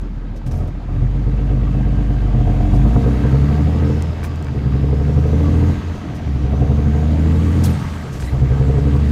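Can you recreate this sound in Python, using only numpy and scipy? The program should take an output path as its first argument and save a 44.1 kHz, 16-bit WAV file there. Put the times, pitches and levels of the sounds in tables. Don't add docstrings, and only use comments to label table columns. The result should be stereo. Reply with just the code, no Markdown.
import sys
import numpy as np
from scipy import signal
from scipy.io import wavfile

SR = 44100
rng = np.random.default_rng(int(sys.argv[2]) if len(sys.argv) > 2 else 0)


def inscribe(sig):
    pcm = np.round(np.clip(np.atleast_2d(sig).T, -1, 1) * 32767)
    wavfile.write(sys.argv[1], SR, pcm.astype(np.int16))


N = 401751


EXHAUST_LAW = (-39.5, 1, 0, 1, 2)
LOW_MODES_LAW = (4, 0.5647, -0.34, -3, -0.56)
SLOW_CYLINDERS = [1.5, .68, .55, 1.0, .45, .52]
FAST_CYLINDERS = [1.5, .72, .6, .8, .55, .6]
CROSSWISE_CYLINDERS = [1.5, .5, .6, 1.25, .45, .55]
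RUNNER_DELAYS = [0, .55, -.4, .3, -.6, .15]
# time in seconds, bark near 450 Hz alike on both sides in dB,
# bark crosswise in dB, modes from 150 to 370 Hz in dB, modes above 560 Hz in dB, modes below 150 Hz in dB.
MODE_LIFTS = [(0, -14, -9, 14.5, -12, 5), (.4, -20, -9, 5.5, -4, 3.5), (.58, -9, -6, 0.5, 3.5, -2),
              (.9, -19.5, -10, -1, 1, 0), (1.3, 1, -2.5, 1.5, -1.5, -2), (1.7, -1, -5, 4, 3, 2),
              (2.2, -1.5, -3.5, 4.5, 5, -0.5), (2.8, -4, -5, 1.5, 4, -5.5), (3.1, 5, 0.5, 4, 1, -2.5),
              (3.5, -2, -1.5, 5, 3.5, -3), (3.9, 4.5, -1.5, 6, 1, 2.5), (4.25, -9, -3, -0.5, 6, 3),
              (4.6, -9, -2.5, 5.5, -1, 3.5), (5.0, 4.5, -4, 6.5, -1, 1), (5.4, 2.5, 1, 2, 5, -2.5),
              (5.7, -1, -7, 3, -6, -2.5), (6.0, -24, -7, -1.5, 5, -3), (6.35, -6, -2, 4, -1, 3),
              (6.65, 4, 1.5, 7.5, 7, 6), (7.1, -0.5, -0.5, 0, -0.5, -9), (7.4, 0, -5, 1.5, -8, -9.5),
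              (7.7, -5, -13, 0.5, -7, -6), (8.0, -31, -6, 3.5, 7, -2), (8.35, -4, 0, -1, -0.5, 5),
              (8.7, 5.5, 0, 2, 1.5, -1), (9.11, -3, 1.5, 4.5, -2, -1)]
# time in seconds, mean depth in dB.
THROB = [(0, .5), (2.7, .5), (3.1, 3), (3.9, 1), (4.7, 1), (5.0, 4.5), (5.5, 3), (5.8, 0), (6.4, 1),
         (6.7, 3.5), (7.05, 0), (8.4, 0), (8.7, 3), (9.11, 2)]


def exhaust(per_s, count, state):
    level_db, low_db = follow(EXHAUST_LAW, state), follow(LOW_MODES_LAW, state)
    *barks_db, middle_db, upper_db, lowest_db = in_time(MODE_LIFTS)
    at = np.flatnonzero(np.diff(np.floor(count)))[:-1]
    cylinder = count[at].astype(int) % 6
    chance = rng.standard_normal((len(at), 2))
    late_ms = np.array(RUNNER_DELAYS)[cylinder] + .08 * chance[:, 0]
    heard = at + np.round(late_ms * SR / 1000).astype(int)

    whole, across, steady = np.full((3, N), 1e-18)
    fast = np.clip((per_s[at] - 52) / 8, 0, 1)
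    strength = (1 - fast) * np.array(SLOW_CYLINDERS)[cylinder] + fast * np.array(FAST_CYLINDERS)[cylinder]
    whole[heard] = strength + .16 * chance[:, 1]
    across[heard] = np.array(CROSSWISE_CYLINDERS)[cylinder] + .09 * chance[:, 1]
    steady[at] = np.mean(SLOW_CYLINDERS)
    lows = signal.sosfiltfilt(signal.butter(3, 340, fs=SR, output="sos"), steady)
    turbulence = from_db(-18) * np.sqrt(per_s / SR) * rng.standard_normal((2, N))

    throb_depth_db = in_time(THROB)[0] * np.clip(1 + .6 * drift(5), 0, 2)
    throb_db = throb_depth_db * np.cos(2 * np.pi * (count - 1.45) / 6)
    scale = np.sqrt(SR / per_s)
    alike = scale * (whole - lows + turbulence[0])
    opposed = scale * (across + turbulence[1])
    barks_db = np.array(barks_db) + 6.5 + throb_db
    return from_db(level_db + 28.0) * cab(alike, opposed, low_db + lowest_db, middle_db, barks_db, upper_db)


# frequency in Hz, nominal width in Hz, relative level in dB.
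ALIKE_MODES = [(42.2, 21, 0), (84.4, 33.8, 2.5), (128.5, 13.5, 11), (181.6, 79, -24), (213.2, 23.6, 2.5),
               (289.5, 12.5, 1.5), (337, 30, -23), (420.6, 20, -19.5), (448.5, 26, -17.5), (479, 63, -24.5),
               (553, 27, -35), (596, 15, -17.5), (710.3, 43, -14.5), (869, 41, -29.5)]
# frequency in Hz, nominal width in Hz, relative level in dB.
CROSSWISE_MODES = [(84.6, 16, 0), (164, 21.4, 5.5), (272, 48, -6), (339, 18, -4.5), (405, 33, -3.5),
                   (436, 70, -10.5), (536, 46, -32), (627, 110, -15.5), (670, 46, -19.5), (976, 62, -13),
                   (1070, 110, -21), (1150, 99, -22.5)]
SHARPEST_Q, MODE_FLICKER_DB = 24, 2.5
UPPER_LEAD_S = .008


def cab(alike, opposed, low_db, middle_db, barks_db, upper_db):
    sides = []
    for x, modes, bark_db in zip((alike, opposed), (ALIKE_MODES, CROSSWISE_MODES), barks_db):
        lift = from_db([low_db, middle_db, bark_db, upper_db])
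        groups = np.zeros((4, N))
        for hz, width, level_db in modes:
            delay_s = .004 * np.log2(hz / 600) - UPPER_LEAD_S * (hz > 560)
            late = np.roll(x, round(SR * delay_s))
            if hz > 250:
                width = max(width, hz / SHARPEST_Q)
                level_db = level_db + MODE_FLICKER_DB * drift(4.0)
            ringing = resonance(resonance(late, hz, width), hz, 4 * width)
            groups[np.searchsorted([150, 370, 560], hz)] += from_db(level_db) * ringing
        sides.append(np.sum(lift * groups, axis=0))
    return sides[0] + sides[1] * [[1], [-1]]


# time in seconds, level in dB.
FIRING_TONE = [(0, -26), (.4, -29.5), (.62, -25.5), (.8, -29.5), (1.0, -20.5), (1.55, -19.5), (2.2, -19),
               (2.62, -18.5), (2.85, -15), (3.2, -20), (3.81, -18.5), (4.14, -24.5), (4.45, -28.5),
               (4.75, -21), (5.7, -16), (5.77, -32), (5.9, -24), (5.98, -36.5), (6.2, -39), (6.3, -23.5),
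               (6.44, -20.5), (7.2, -17.5), (7.7, -17), (7.78, -30), (7.97, -30), (8.1, -45), (8.26, -25.5),
               (8.42, -19), (8.7, -21), (9.11, -16.5)]
OCTAVE_LAW = (-38.5, 1.97, -0.27, -1.1, 0.6)
# frequency in Hz, gain in dB.
OCTAVE_PASS = [(80, 6), (90, -5), (100, -4), (110, -7.5), (120, -5.5), (134, 9.5), (146, 1.5), (160, -3),
               (175, -13.5), (200, -4)]
WAVER_DB, WAVER_PER_S = 2, 1.4
OVERTONES_LAW = (-48, 1.32, 0, 3.5, 1)
# frequency in Hz, gain in dB.
OVERTONE_PASS = [(130, -8), (185, -6), (205, 2), (218, 5), (235, 2), (258, -9), (286, 4), (303, -8),
                 (325, -8), (350, -16), (400, -9), (425, -6), (455, -12), (520, -16)]


def firing_tones(per_s, count, state):
    tone_db, = in_time(FIRING_TONE)
    cab_gain_db = at_hz(OCTAVE_PASS, 2 * per_s)
    octave_db = follow(OCTAVE_LAW, state) + cab_gain_db + WAVER_DB * drift(WAVER_PER_S)
    upper = 0
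    for k in (3, 4, 6):
        gain_db = at_hz(OVERTONE_PASS, k * per_s) + 4 * drift(9.0)
        upper = upper + from_db(gain_db) * np.cos(2 * np.pi * k * count)
    tones = from_db(tone_db) * np.sin(2 * np.pi * count) - from_db(octave_db) * np.sin(4 * np.pi * count)
    return np.sqrt(2) * (tones + from_db(follow(OVERTONES_LAW, state)) * upper * panned(3.0))


KNOCK_LAW = (-47, 0.0981, 0.6919, -1.5, 3.5)
# frequency in Hz, relative density in dB per Hz.
CLATTER_SPECTRUM = [(590, -50), (1000, 3.5), (1110, 15.5), (1470, -2), (1600, -3), (1780, 4.5), (6000, -35),
                    (7800, -81)]
# frequency in Hz, width in Hz (at least 50 is used), relative level in dB.
BLOCK_MODES = [(887, 90, -6), (1140, 27, -4), (1260, 46, -8), (1577, 63, -8), (1920, 71, -20),
               (2617, 35, -10), (3820, 50, -0.5)]


def clatter(count, state, knock=.3, flicker_db=3.2):
    beat = 1 + knock * np.cos(2 * np.pi * count) + 0.051 * np.cos(2 * np.pi * (count - 1.2) / 6)
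    noise = beat * banded_noise(CLATTER_SPECTRUM, patchy_db=1.0)
    rings = 0
    for hz, width, db in BLOCK_MODES:
        gain = from_db(db + 11.0 + flicker_db * drift(4.5))
        rings = rings + gain * resonance(noise, hz, max(width, 50))
    return from_db(follow(KNOCK_LAW, state) - 2.0) * (noise + rings)


# time in seconds, pitch in Hz, level in dB.
TURBO = [(0, 2200, -80), (1, 2400, -66), (2, 2950, -64), (2.6, 3200, -63), (3, 3600, -61), (3.9, 5400, -61),
         (4.2, 5000, -64), (4.6, 4720, -65), (5, 5200, -64), (5.4, 6150, -62), (5.7, 6640, -64),
         (6.1, 6050, -68), (6.35, 5680, -66), (7.1, 6860, -65), (7.4, 7800, -64), (7.65, 8800, -66),
         (8.0, 7800, -65), (8.3, 7100, -70), (9.11, 8300, -67)]


def turbo(width_hz):
    hz, level_db = in_time(TURBO)
    turn = 2 * np.pi * np.cumsum(hz) / SR
    whistle = drift(width_hz) * np.sin(turn) + drift(width_hz) * np.cos(turn)
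    return from_db(level_db + 1.2 * drift(6)) * whistle * panned(8.2)


# start in seconds, end in seconds, load at start in dB, load at end in dB,
# fall time after lifting in seconds.
PULLS = [(0.46, 0.65, 7.5, 6.5, 0.086), (0.862, 2.32, 7, 6.5, 0.17), (2.291, 3.026, 9.5, 14, 0.59),
         (3.002, 3.9, 12, 6.5, 0.24), (4.472, 5.703, 3.5, 11, 0.11), (6.29, 7.687, 2.5, 12.5, 0.19),
         (8.286, 9.306, 6, 8, .1)]
# time in seconds, load in dB.
COASTING = [(.2, -5.5), (.78, 0), (4.4, -0.7), (6.1, 0.3), (8.15, -3)]
PRESS_S, BOOST_LAG_S = 0.083, 0.61


def engine_load():
    t, (shut,) = np.arange(N) / SR, in_time(COASTING)
    load = shut
    for start, end, start_db, end_db, fall in PULLS:
        pressed = np.clip((t - start) / PRESS_S, 0, 1) * np.clip(1 - (t - end) / fall, 0, 1)
        pull_db = np.interp(t, [start, end], [start_db, end_db])
        load = np.maximum(load, shut + pressed * (pull_db - shut))
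    r = np.exp(-1 / (BOOST_LAG_S * SR))
    return load, signal.lfilter([1 - r], [1, -r], load)


# time in seconds, relative strength in dB, left over right in dB.
TICKS = [(0.015, -23, 9), (0.9188, -63, 7), (4.0237, -6, -10), (4.0594, -31, -27), (4.359, -19, 14),
         (4.4265, -15, 1), (4.4404, -29, 13), (4.4465, -23, 32)]
# frequency in Hz, relative level in dB, time to fall 60 dB in seconds.
LEVER_MODES = [(6150, -10, 0.0095), (7360, 6.5, 0.0014), (8600, -18, 0.0088), (14500, -13, .02)]
# time in seconds, relative strength in dB.
CLUNKS = [(0.467, -28), (0.514, -26.5), (0.542, -26), (4.231, -15), (4.244, -17), (4.249, -15),
          (4.271, -29), (4.3, -36), (4.349, -38), (4.455, -27), (4.469, -19), (4.485, -19), (8.201, -20),
          (8.225, -17)]
# frequency in Hz, relative level in dB, time to fall 60 dB in seconds.
GEARBOX_MODES = [(1050, 6, .02), (1300, 4, .015), (1550, 9, .018), (1750, 6, .015), (2300, 7, .014),
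                 (2900, -3, .01), (3700, -4, .01), (4700, -5, .008)]


def gear_lever():
    clunks = [(s, db, 3.0) for s, db in CLUNKS]
    return struck(TICKS, LEVER_MODES) + struck(clunks, GEARBOX_MODES)


def struck(blows, modes):
    s, strength_db, pan_db = np.transpose(blows)
    uneven_db = 3 * rng.standard_normal((len(blows), len(modes)))
    sides_db = np.outer([.5, -.5], pan_db)
    out = 0
    for (hz, level_db, t60), own_db in zip(modes, uneven_db.T):
        clicks = np.full((2, N), 1e-18)
        clicks[:, np.round(s * SR).astype(int)] = from_db(strength_db - 26.5 + level_db + own_db + sides_db)
        r, w = from_db(-60 / (t60 * SR)), 2 * np.pi * hz / SR
        out = out + signal.lfilter([0, np.sin(w)], [1, -2 * r * np.cos(w), r * r], clicks)
    return out


# start in seconds, level in dB, length before the decay in seconds,
# left over right in dB.
PUFFS = [(0.358, -56.5, 0.016, 7), (0.46, -49.5, 0.018, 4), (0.509, -48, 0.012, 6), (0.53, -55.5, 0.056, 5),
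         (0.673, -53, 0.0079, -6), (2.732, -51.5, 0.03, 3), (4.232, -40.5, 0.019, -2),
         (6.145, -54, 0.021, 10), (7.635, -29, 0.023, -1.5), (7.69, -54.5, 0.29, 12),
         (8.122, -53, 0.044, 9), (8.197, -50.5, 0.053, 9)]
# frequency in Hz, relative density in dB per Hz.
AIR_SPECTRUM = [(1180, -55), (2000, -8), (2590, -0.5), (3870, -2.5), (5740, -0.5), (11900, -8),
                (12900, -22), (13900, -12), (15500, -16)]


def air_valves():
    t, gain = np.arange(N) / SR, np.zeros((2, N))
    for s, level_db, length, pan_db in PUFFS:
        a = round(s * SR)
        since = t[:min(N - a, round(10 * length * SR))]
        decay = np.exp(-np.clip(since - length, 0, None) / (0.85 * length))
        shape = np.clip(since / 0.005, 0, 1) * decay
        gain[:, a:a + len(since)] += from_db(level_db) * shape * panned(pan_db)
    return gain * banded_noise(AIR_SPECTRUM, patchy_db=2.5)


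# start in seconds, end in seconds, first pitch in Hz, last pitch in Hz,
# relative level in dB.
SQUEAKS = [(8.125, 8.17, 5900, 6200, -50), (8.145, 8.16, 1970, 2000, -51), (8.24, 8.34, 1900, 2080, -43.5)]


def squeaks():
    out, rough = np.zeros(N), .15 + drift(170)
    for start, end, from_hz, to_hz, level_db in SQUEAKS:
        a, b = round(start * SR), round(end * SR)
        turn = 2 * np.pi * np.cumsum(np.linspace(from_hz, to_hz, b - a)) / SR
        stack = np.sin(turn) + 0.4 * np.sin(2 * turn) + 0.06 * np.sin(3 * turn)
        out[a:b] = from_db(level_db) * np.hanning(b - a) ** .5 * stack
    return out * rough * panned(4)


INTAKE_LAW = (-54, 0.1749, 0.5778, 0, 4)
TREBLE_LAW = (-14, 1.15, -0.06, 0, 1.5)
# frequency in Hz, relative density in dB per Hz.
HISS_SPECTRUM = [(1760, -24), (3000, 1.5), (6340, -9), (9710, -23.5), (11200, -17), (12600, -30),
                 (14100, -21), (15500, -37)]


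def intake(state):
    hiss = banded_noise(HISS_SPECTRUM, patchy_db=1.0)
    top = signal.sosfilt(signal.butter(2, 6500, "high", fs=SR, output="sos"), hiss)
    return from_db(follow(INTAKE_LAW, state)) * (hiss + from_db(follow(TREBLE_LAW, state)) * top)


ROAD_LAW = (-30.5, .22, .2, .4, 1.5)
# frequency in Hz, relative density in dB per Hz.
RUMBLE_SPECTRUM = [(15, -58), (25, -17), (86, -1.5), (109, -14), (147, -5), (248, -18.5), (290, -15.5),
                   (335, -35.5), (420, -11), (1100, -30)]


def road(state):
    return from_db(follow(ROAD_LAW, state)) * banded_noise(RUMBLE_SPECTRUM, patchy_db=3.5)


# frequency in Hz, likeness from -1 (opposite) to 1 (same).
LIKENESS = [(60, 1), (130, 1), (290, -0.12), (640, -0.67), (1410, -0.28), (3100, 0.23), (6820, -0.22),
            (15000, 0.57)]
# frequency in Hz, left over right in dB.
LEANING = [(60, -2.5), (150, -1), (380, 3), (950, -1), (2380, 2), (5980, 8.5), (15000, -8)]


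def banded_noise(spectrum, patchy_db):
    out, white = 0, rng.standard_normal((2, 2, N))
    octaves = np.log2(spectrum[-1][0] / spectrum[0][0])
    edges = spectrum[0][0] * 2 ** np.arange(0, octaves + .5, .5)
    for k, (low, high) in enumerate(zip(edges, np.minimum(edges[1:], .45 * SR))):
        band = signal.butter(2, [low, high], "band", fs=SR, output="sos")
        mid, side = signal.sosfilt(band, white[k % 2])
        hz = np.sqrt(low * high)
        alike = np.clip(at_hz(LIKENESS, hz), -1, 1)
        gain = from_db(at_hz(spectrum, hz) + patchy_db * drift(15.5)) * panned(at_hz(LEANING, hz))
        out = out + gain * (np.sqrt(1 + alike) * mid + np.sqrt(1 - alike) * side * [[1], [-1]])
    return rms_one(out)


def resonance(x, hz, width_hz):
    r = np.exp(-np.pi * width_hz / SR)
    poles = [1, -2 * r * np.cos(2 * np.pi * hz / SR), r * r]
    return signal.lfilter([(1 - r * r) / 2, 0, (r * r - 1) / 2], poles, x)


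def drift(rate):
    r = np.exp(-80 * np.pi * rate / SR)
    slow = signal.lfilter([1], [1, -2 * r, r * r], rng.standard_normal(N // 40 + 2002))[2000:]
    return np.interp(np.arange(N) / 40, np.arange(len(slow)), rms_one(slow))


def follow(law, state):
    return law[0] + np.dot(law[1:], state)


def in_time(rows):
    s, *columns = np.transpose(rows)
    return [np.interp(np.arange(N) / SR, s, c) for c in columns]


def at_hz(points, hz):
    return np.interp(np.log(hz), np.log(np.array(points)[:, 0]), np.array(points)[:, 1])


def panned(db):
    return from_db(np.array([[db / 2], [-db / 2]]))


def from_db(db):
    return 10 ** (np.asarray(db) / 20)


def rms_one(x):
    return x / np.sqrt(np.mean(x ** 2) + 1e-20)


# time in seconds, firings per second.
SPEED = [(0, 42.5), (.5, 40.3), (.66, 42.9), (.95, 43.3), (1.22, 50.4), (2.15, 50.8), (2.53, 45),
         (2.68, 45.4), (2.98, 60.3), (3.31, 65.7), (3.64, 77.8), (3.81, 80.2), (4.4, 81.5), (4.62, 67.6),
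         (4.8, 67.7), (5.7, 85.6), (6.17, 82.5), (6.36, 67.2), (7, 75.8), (7.65, 86), (7.84, 80.5),
         (8.0, 80), (8.1, 66.8), (8.3, 66), (8.42, 65.3), (9.11, 74)]


def scene():
    per_s, = in_time(SPEED)
    count = np.cumsum(per_s) / SR + 5.6
    turbo_hz = in_time(TURBO)[0]
    state = np.array([*engine_load(), np.log2(per_s / 60), np.log2(turbo_hz / 5000)])
    engine = exhaust(per_s, count, state) + firing_tones(per_s, count, state)
    engine = engine + clatter(count, state) + turbo(width_hz=180)
    shifting = gear_lever() + air_valves()
    return engine + shifting + squeaks() + intake(state) + road(state)


def record(dry):
    top_cut = signal.cheby2(24, 50, 15800, fs=SR, output="sos")
    return signal.sosfilt(top_cut, 1.137 * np.tanh(dry / 0.79))


dry = scene()
out = record(dry)
inscribe(out)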